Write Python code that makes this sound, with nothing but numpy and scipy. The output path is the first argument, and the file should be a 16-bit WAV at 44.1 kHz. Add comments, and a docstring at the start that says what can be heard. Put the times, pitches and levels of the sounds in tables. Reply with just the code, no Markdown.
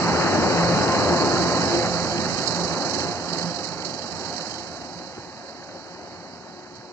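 """Two-stroke engines of a two-unit diesel locomotive drone along a station platform and draw away.
Engine: tones locked to the crank over noise pulsed at the firing rate, plus a gear whine and a howl.
Wheels: shaped noise roars and grinds; machinery: bright noise chatters, hisses and rattles.
Two dull thumps, late, are decaying sines with noise; a low town rumble lies below.
The microphone ports are a little apart; the right one is far brighter."""
import sys
import numpy as np
from scipy import signal
from scipy.fft import rfft, irfft, next_fast_len
from scipy.io import wavfile
from scipy.ndimage import uniform_filter1d, map_coordinates

SR = 44100
rng = np.random.default_rng(int(sys.argv[2]) if len(sys.argv) > 2 else 0)


def inscribe(sig):
    """Save sig as 16-bit PCM at rate SR to the path in sys.argv[1].

    A 1-D sig is mono; a 2-D sig holds one channel per row.
    Samples are clipped to [-1, 1] before scaling.
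    """
    pcm = np.round(np.clip(np.atleast_2d(sig).T, -1, 1) * 32767)
    wavfile.write(sys.argv[1], SR, pcm.astype(np.int16))


N = 305436


def amp(db):
    """Decibels to gain."""
    return 10 ** (np.asarray(db) / 20)


def unit(x):
    """Scaled to rms 1."""
    return x / np.sqrt(np.mean(x ** 2) + 1e-20)


def along(points, hz):
    """(frequency [Hz], value) points interpolated on a log frequency axis."""
    f, v = np.transpose(points)
    return np.interp(np.log(hz + 1), np.log(f + 1), v)


def curves(rows):
    """One value per sample for each column after the time [s]."""
    s, *cols = np.transpose(rows)
    return [np.interp(np.arange(N) / SR, s, c) for c in cols]


def wobble(knots_per_s):
    """Smooth random curve through normally distributed knots."""
    knots = rng.standard_normal(int(N * knots_per_s / SR) + 4)
    return map_coordinates(knots, [np.arange(N) * knots_per_s / SR])


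def filtered(x, response):
    """x times a complex response of frequency."""
    size = next_fast_len(N + SR // 2)
    return irfft(rfft(x, size) * response(np.fft.rfftfreq(size, 1 / SR)), size)[..., :N]


def pan(left_right_db):
    """Left and right gains with a mean of 1."""
    gains = amp(np.array([[.5], [-.5]]) * left_right_db)
    return gains / gains.mean(0)


# phase by which the left port leads: (frequency [Hz], phase [rad])
LEFT_LEAD_RAD = [(90, 0.33), (170, 0.31), (260, 0.72), (400, 0.64), (660, -0.66), (1000, 0.55),
                 (1300, 0.32), (1600, 1.39), (1950, 1.5), (2400, 2), (3300, 4)]


def ports(x):
    """Sound from the track reaches the two ports out of step."""
    half_turns = np.array([[.5j], [-.5j]])
    return filtered(x, lambda hz: np.exp(half_turns * along(LEFT_LEAD_RAD, hz)))


# likeness of the two ports: (frequency [Hz], coherence [0-1])
PORT_COHERENCE = [(60, 1), (170, 0.76), (320, 0.99), (480, 0.84), (750, 0.97), (1050, 0.85), (1400, 0.76),
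                  (1700, 0.99), (2000, 0.62), (2500, 0.75), (2900, 0.47), (3400, 1), (3900, 0.11)]


def rush(spectrum, patchy_db):
    """Shaped stereo noise of rms 1, with random gain patches in time and frequency."""
    z = signal.stft(rng.standard_normal((2, N)), nperseg=1024)[2]
    field = uniform_filter1d(rng.standard_normal(z.shape[1:]), size=5, axis=0)
    field = uniform_filter1d(field, size=7, axis=1)
    pair = signal.istft(z * amp(patchy_db * unit(field)), nperseg=1024)[1][:, :N]

    def mix(hz):
        turn = np.arccos(np.clip(along(PORT_COHERENCE, hz), 0, 1)) / 2
        return amp(along(spectrum, hz)) * [np.cos(turn), np.sin(turn)]

    mid, side = filtered(pair, mix)
    return unit(ports(np.array([mid + side, mid - side])))


def bursts(times_s, sizes, life_s):
    """Short swells at the given times; envelope around 0 with spread 1."""
    blows = np.bincount(np.abs(times_s * SR).astype(int), sizes, minlength=N)[:N]
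    t = np.arange(SR // 10) / SR
    envelope = signal.fftconvolve(blows, t ** 2 * np.exp(-t / life_s))[:N]
    return unit(envelope - envelope.mean())


GRIT_PER_S, GRIT_LIFE_S, GRIT_DEPTH = 70, .0006, .3


def grit():
    """Gain of random ticks of uneven size in the running gear."""
    when, size = rng.random((round(GRIT_PER_S * N / SR), 2)).T
    return 1 + GRIT_DEPTH * bursts(when * N / SR, size ** 2, GRIT_LIFE_S)


SPEED_M_PER_S = 12.91
LENGTH_M = 20.9  # length over which the sound is spread
# shared swell, scaled by each source's swell share: (time [s], level [dB])
SWELL_DB = [(0.01, -0.7), (0.8, 0.9), (1.76, 1), (2.04, -1), (2.42, -1.5), (2.5, -0.7), (3.01, 2.5),
            (3.19, -1), (3.4, 1), (3.57, -1.5), (4.07, -2), (4.24, 1.1), (4.51, 0), (4.7, -1.5), (5.37, -3),
            (6.09, 1), (6.53, -0.4), (6.93, 0.5)]


def receding(leaves_s, shield_db_per_m, swells):
    """Level [dB] of a source drawing away: spreading, platform-edge shielding, shared swell."""
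    gone_m = SPEED_M_PER_S * np.maximum(np.arange(N) / SR - leaves_s, 0)
    distance_m = np.hypot(LENGTH_M, gone_m)
    spreading_db = -20 * np.log10(distance_m / LENGTH_M)
    shielding_db = -shield_db_per_m * (distance_m - LENGTH_M)
    return spreading_db + shielding_db + swells * curves(SWELL_DB)[0]


# locomotive's side, scaled and offset by each source: (time [s], left-right balance [dB])
BEARING_DB = [(0.1, 2), (0.21, 4.5), (0.36, 3), (0.75, 4), (2.04, 0.5), (4.5, 0), (4.8, 2), (6.18, 3),
              (6.8, 3)]


def bearing():
    """Left-right balance [dB] of the locomotive, per sample."""
    return curves(BEARING_DB)[0]


# relative spectrum: (frequency [Hz], density [dB])
STATION_SPECTRUM = [(20, -40), (42, -23), (58, -8), (78, 1), (115, -5.5), (170, 0), (300, -9), (1000, -18),
                    (4000, -45), (9000, -70)]


def station():
    """Town around the platform: steady low rumble of shaped noise."""
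    return amp(-57.0) * rush(STATION_SPECTRUM, patchy_db=1.5)


# knock components: (time [s], level before attack [dB], pitch [Hz], 60 dB decay [s])
THUMPS_HIT = [(5.176, -32.5, 790, .07), (5.178, -23.5, 347, .045), (5.185, -35, 110, 0.12),
              (6.786, -36, 120, .08)]


def thumps():
    """Dull knocks: decaying sines, each with a puff of noise around its pitch."""
    out = np.zeros(N + SR)
    t = np.arange(SR // 4) / SR
    for s, db, hz, t60_s in THUMPS_HIT:
        band = signal.butter(2, [hz / 2, hz * 2.0], "band", fs=SR, output="sos")
        puff = unit(signal.sosfilt(band, rng.standard_normal(len(t))))
        envelope = amp(db - 60 * t / t60_s) * (1 - np.exp(-t / 0.0018))
        knock = np.sin(2 * np.pi * hz * t) + 0.4 * puff
        out[round(s * SR):][:len(t)] += envelope * knock
    return ports(out[:N])


CHATTER_HZ, CHATTER_START_S, CHATTER_LEAD_S = 23.1, 0.0052, 0.0145
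CHATTER_SCATTER_PERIODS, CHATTER_SPREAD_DB = .03, 1.5


def chatter(life_s):
    """Fast, regular train of double blows, alike in mean level."""
    count = 200
    beat, size, lead_size = rng.standard_normal((count, 3)).T
    at_s = CHATTER_START_S + (np.arange(count) + CHATTER_SCATTER_PERIODS * beat) / CHATTER_HZ
    times_s = np.r_[at_s, at_s - CHATTER_LEAD_S]
    return bursts(times_s, amp(CHATTER_SPREAD_DB * np.r_[size, lead_size]), life_s)


# metal rattles, levels before attack:
# (time [s], hiss level [dB], lower clatter level [dB], 60 dB decay [s])
RATTLES_HIT = [(1.735, -42, -37, .16), (2.298, -44, -35, .04), (2.34, -37, -55, .04),
               (2.474, -25.5, -46, .055), (2.636, -36, -55, .04), (3.002, -39, -35, .06),
               (3.327, -37, -52, .06), (3.382, -35.5, -55, .07), (3.425, -37, -55, .045),
               (3.64, -32.5, -50, .07), (3.848, -36, -53, .07), (4.257, -38, -55, .05),
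               (4.364, -39, -55, .05), (5.484, -45, -62, .057), (6.753, -48, -64, .091)]


def rattles():
    """Decaying envelopes of the louder rattles: in the hiss, and in the lower clatter."""
    out = np.zeros((2, N))
    for s, hiss_db, clatter_db, t60_s in RATTLES_HIT:
        age = np.maximum(np.arange(N) / SR - s, 0)
        decay = amp(-60 * age / t60_s) * (1 - np.exp(-age / 0.0012))
        out += amp([[hiss_db], [clatter_db]]) * decay
    return out


HISS_DB, HISS_LEAVES_S = -32.5, 2.32
HISS_SHIELD_DB_PER_M = 0.2775  # treble is lost sooner
CLATTER_BESIDE_HISS_DB = -13.5
# relative depth of chatter and of its slow wobble: (time [s], depth [0-1])
CHATTER_DEPTH = [(0.6, 0), (1.1, 0.53), (2, 0.18), (2.45, 0.73), (3.6, 0.68), (4.5, 0.68), (5.6, 0.18)]
# hiss's own swell: (time [s], level [dB])
HISS_SWELL_DB = [(0, -1), (1.6, 1.86), (2.15, -1.3), (2.5, 1), (2.85, -0.5), (3.0, 2.5), (3.17, -3.5),
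                 (3.38, 0.5), (3.53, -1.5), (3.67, -0.5), (3.77, -3), (3.88, 0.5), (3.97, -1.5), (4.25, 2),
                 (4.52, 3), (4.8, -0.8), (5.3, -3), (5.85, -0.5), (6.93, 1)]
# relative spectra of clatter and hiss: (frequency [Hz], density [dB])
CLATTER_SPECTRUM = [(1300, -34), (1900, 0.5), (2300, -8.5), (3000, -1), (3300, -3), (3600, -53),
                    (6000, -80)]
HISS_SPECTRUM = [(3400, -36), (3700, -21.5), (4000, -1), (4300, 1), (5000, -3.5), (6200, -8), (7400, -13),
                 (7950, -15), (8250, -33.5), (9800, -33.5), (12000, -50.5), (14500, -58)]
# duller far hiss: (frequency [Hz], gain [dB])
HISS_FAR_DB = [(4000, 0), (6000, -0.5), (8000, -4), (10000, -1)]


def machinery():
    """Chattering bright noise almost wholly at the right port, lower clatter, louder rattles."""
    depth, = curves(CHATTER_DEPTH)
    shake = 1 + 0.25 * depth * chatter(life_s=0.003)
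    shake = shake * amp(0.57 * wobble(120) + 0.62 * depth * wobble(12))
    level_db = HISS_DB + receding(HISS_LEAVES_S, HISS_SHIELD_DB_PER_M, swells=0)
    level = amp(level_db + curves(HISS_SWELL_DB)[0]) * unit(shake)
    hiss_rattle, clatter_rattle = rattles()
    ragged = shake * grit() * amp(1.4 * wobble(110))
    clatter = unit(ragged * rush(CLATTER_SPECTRUM, patchy_db=3.0))
    hiss = unit(rush(HISS_SPECTRUM, patchy_db=1.55)[1])
    far, = curves([(3, 0), (5.5, 0.93)])
    dull = filtered(hiss, lambda hz: amp(along(HISS_FAR_DB, hz)))
    hiss = (1 - far) * hiss + far * dull
    bright = (level + hiss_rattle) * hiss * pan(-54)
    lower = (amp(CLATTER_BESIDE_HISS_DB) * level + clatter_rattle) * clatter * pan(-2.5)
    return bright + lower


ROLL_DB, ROLL_LEAVES_S = -22.5, 0.24
GRIND_DB, GRIND_LEAVES_S = -28, -0.15
WHEEL_SHIELD_DB_PER_M = 0.1552
# axles going by, then the canopy throwing the roar back: (time [s], width [s], level [dB])
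ROLL_SURGES = [(1.04, 0.027, 0.5), (1.14, .04, 1), (1.23, 0.022, 1.5), (1.55, .025, 1.2), (2.61, .045, 3.5),
               (2.83, .06, 2.2)]
# relative spectra of near roll, far roll and grind: (frequency [Hz], density [dB])
ROLL_NEAR_SPECTRUM = [(130, -45), (210, -3), (270, 0), (400, 1), (480, -1.5), (600, 0.7), (700, -0.5),
                      (880, -0.5), (970, -5), (1100, -4.5), (1400, -12), (2200, -85)]
ROLL_FAR_SPECTRUM = [(130, -53), (210, -3), (280, -1), (365, .3), (440, -6), (540, -3.5), (650, -1.5),
                     (722, -1), (790, -1.5), (900, -1.5), (980, -7), (1100, -10), (1400, -21.5),
                     (2200, -71)]
GRIND_SPECTRUM = [(700, -48), (1050, -5), (1300, -1.5), (1600, 0), (1900, -4), (2200, -8), (2900, -10),
                  (3400, -28.5), (4500, -21), (6000, -34), (7900, -44), (8300, -73)]
# grind's side: (frequency [Hz], left-right balance [dB])
GRIND_PAN_DB = [(1000, -5), (1450, -4.5), (2000, -3.5), (2800, -3), (4000, -0.5)]


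def wheels():
    """Rolling noise turns hollow with distance under the canopy; steel grinds above it."""
    t = np.arange(N) / SR
    roll_db = ROLL_DB + receding(ROLL_LEAVES_S, WHEEL_SHIELD_DB_PER_M, swells=0.96)
    roll_db += sum(db * np.exp(-((t - s) / width_s) ** 2) for s, width_s, db in ROLL_SURGES)
    grind_db = GRIND_DB + receding(GRIND_LEAVES_S, WHEEL_SHIELD_DB_PER_M, swells=0.69)
    far, = curves([(1.5, 0.0074), (4.8, 0.92)])
    near_roll = np.sqrt(1 - far) * rush(ROLL_NEAR_SPECTRUM, patchy_db=0.5)
    far_roll = np.sqrt(far) * rush(ROLL_FAR_SPECTRUM, patchy_db=1.0)
    grind = rush(GRIND_SPECTRUM, patchy_db=1.0)
    grind = filtered(grind, lambda hz: pan(along(GRIND_PAN_DB, hz)))
    judder = wobble(60)  # shared by roll and grind
    roll_gain = amp(roll_db + 0.56 * judder)
    grind_gain = amp(grind_db + 0.52 * judder + 0.46 * wobble(16)) * np.sqrt(grit())
    side_db = bearing()
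    roll = roll_gain * (near_roll + far_roll) * pan(side_db - .3)
    return roll + grind_gain * grind * pan(side_db - .8)


DRIFT_RAD, ECHO_SHARE = 0.75, 0.45


def wavering(phase, smear_rad, flutter_db):
    """Tone of rms 1; shifting reflections and the second engine blur its phase and level."""
    blur = DRIFT_RAD * wobble(7) + smear_rad * (wobble(12) + 0.5 * wobble(32))
    echoes = ECHO_SHARE * (wobble(22) + 1j * wobble(22))
    wave = np.real((1 + echoes) * np.exp(1j * (phase + blur)))
    return unit(amp(flutter_db * wobble(14)) * wave)


# main note, twice the firing rate: (time [s], frequency [Hz])
NOTE_HZ = [(0, 173.8), (1.5, 172.1), (2.5, 172), (3.5, 173.8), (4.5, 175.4), (5.5, 178.7), (6.93, 180.9)]


def crank():
    """Crankshaft angle [rad]: twelve firings a turn, two cycles of the note a firing."""
    return 2 * np.pi * np.cumsum(curves(NOTE_HZ)[0]) / SR / 24


def tone(order, smear_rad, flutter_db):
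    """Wavering tone at a multiple of the crankshaft speed."""
    return wavering(order * crank(), smear_rad, flutter_db)


# howl: (time [s], frequency [Hz], level [dB])
HOWL_TRACK = [(.25, 692, -45), (.8, 688, -45), (1.08, 691, -33), (1.35, 689.3, -40), (1.75, 692, -40),
              (2.1, 700.6, -46.5), (2.9, 704, -40.5), (3.7, 708, -49), (4.3, 710, -48), (4.7, 710, -46),
              (5.0, 719.7, -53), (5.5, 722, -49), (5.8, 722, -59), (6.05, 720, -52), (6.3, 724, -64),
              (6.93, 727.3, -68)]


def howl():
    """Narrow, unsteady tone that creeps up in pitch overall."""
    hz, db = curves(HOWL_TRACK)
    return amp(db) * wavering(2 * np.pi * np.cumsum(hz) / SR, smear_rad=1.1, flutter_db=1.5)


BEAT_PEAK_S, BEAT_HZ, BEAT_DEPTH = 1.252, 3.2, 0.57
# whine before beating: (time [s], level [dB])
WHINE_DB = [(0, -47), (.7, -39), (.93, -35), (1.3, -34.5), (1.58, -37), (1.8, -50), (2.8, -47), (3.3, -60),
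            (4.6, -57), (5.2, -62), (6.93, -70)]


def whine():
    """Gear whine, strongest beside the engine room; the two engines beat against each other."""
    t = np.arange(N) / SR - BEAT_PEAK_S
    beat = 1 + BEAT_DEPTH * np.cos(2 * np.pi * BEAT_HZ * t)
    return amp(curves(WHINE_DB)[0]) * beat * tone(order=145.4, smear_rad=0.9, flutter_db=0.5)


EXHAUST_DB, EXHAUST_LEAVES_S, EXHAUST_SHIELD_DB_PER_M = -30, 0.6, 0.23
EXHAUST_PAN_DB, EXHAUST_SWING = -8.5, 1.53  # lies to the right, swings further than the bearing
# relative spectrum: (frequency [Hz], density [dB])
RUMBLE_SPECTRUM = [(20, -45), (38, -31), (50, -26), (62, -19), (80, -4.5), (105, -4), (135, 1.5), (200, 1),
                   (240, 0), (320, -5), (600, -74)]
# weaker tones, relative to each other: (multiple of crankshaft speed [1], level [dB])
CRANK_ORDERS = [(7, -25), (11, -9.5), (12, -2.5), (13, -7.5), (16, -2.5), (22, -3.5), (23, -21), (25, -13)]
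# main note and its octave before trim, third harmonic: (time [s], level [dB])
NOTE_LEVEL_DB = [(0.0, -32), (0.17, -29.5), (0.44, -35.5), (0.67, -24.5), (1.02, -44), (1.12, -27.5),
                 (1.35, -42), (1.43, -26), (1.81, -43), (1.89, -35.5), (2.6, -35.5), (2.9, -44.5),
                 (3.01, -37.5), (3.15, -50), (3.3, -37), (3.48, -34.5), (3.59, -50), (3.91, -42.5),
                 (4.03, -50), (4.32, -44), (4.85, -56), (4.98, -43.5), (5.2, -61), (5.94, -54),
                 (6.93, -59.5)]
OCTAVE_LEVEL_DB = [(0.1, -32), (1.03, -36.5), (1.11, -22.5), (1.38, -29), (1.55, -39), (1.66, -26),
                   (1.8, -27), (1.9, -39), (2.08, -43), (2.19, -30), (2.26, -43.5), (3.1, -40), (3.23, -52),
                   (3.35, -38), (3.72, -61), (4.35, -48), (4.8, -58), (5.3, -51), (5.65, -58), (6.03, -50),
                   (6.3, -57), (6.8, -50)]
THIRD_LEVEL_DB = [(.25, -42), (.75, -34), (1.08, -33), (1.35, -42), (1.6, -39), (1.75, -31), (2.1, -41),
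                  (2.9, -39), (3.2, -46), (3.9, -46), (4.7, -50.5), (5.1, -57), (5.35, -58), (5.65, -51),
                  (6.1, -57), (6.93, -64)]


def engine():
    """Exhaust noise puffs at the firing rate, with crank orders, drone, howl and whine."""
    exhaust_db = EXHAUST_DB + receding(EXHAUST_LEAVES_S, EXHAUST_SHIELD_DB_PER_M, swells=0.69)
    side_db = EXHAUST_PAN_DB + EXHAUST_SWING * bearing()
    puffs = 1.0 + 0.18 * tone(order=12, smear_rad=0.27, flutter_db=5)
    rumble = amp(exhaust_db) * unit(puffs * rush(RUMBLE_SPECTRUM, patchy_db=1.6))
    orders = sum(amp(db) * tone(k, smear_rad=0.9, flutter_db=2.0) for k, db in CRANK_ORDERS)
    orders = amp(exhaust_db - 9.0) * orders
    note_gain = amp(curves(NOTE_LEVEL_DB)[0] - 1.0)
    note = note_gain * tone(order=24, smear_rad=0.47, flutter_db=1.0)
    octave_gain = amp(curves(OCTAVE_LEVEL_DB)[0] - 1.4)
    octave = octave_gain * tone(order=48, smear_rad=0.79, flutter_db=1.5)
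    third = amp(curves(THIRD_LEVEL_DB)[0]) * tone(order=72, smear_rad=1.15, flutter_db=1.5)
    low = (rumble + ports(orders + note)) * pan(side_db)
    return low + ports((octave + third + howl()) * pan(.5) + whine() * pan(-2.5))


def scene():
    """Everything heard from the platform."""
    return station() + thumps() + machinery() + wheels() + engine()


BAND_LIMIT_HZ, BASS_HZ = 14200, 35
NOTCH_HZ, NOTCH_WIDTH_HZ, NOTCH_DB = 3450, 169, -6


def record(dry):
    """Recorder: thins the deepest bass, notches the treble, keeps nothing above its band limit."""
    def response(hz):
        notch = amp(NOTCH_DB * np.exp(-((hz - NOTCH_HZ) / NOTCH_WIDTH_HZ) ** 2))
        bass_cut = hz ** 2 / np.sqrt(hz ** 4 + BASS_HZ ** 4)
        return (hz < BAND_LIMIT_HZ) * notch * bass_cut

    return filtered(dry, response)


dry = scene()
out = record(dry)
inscribe(out)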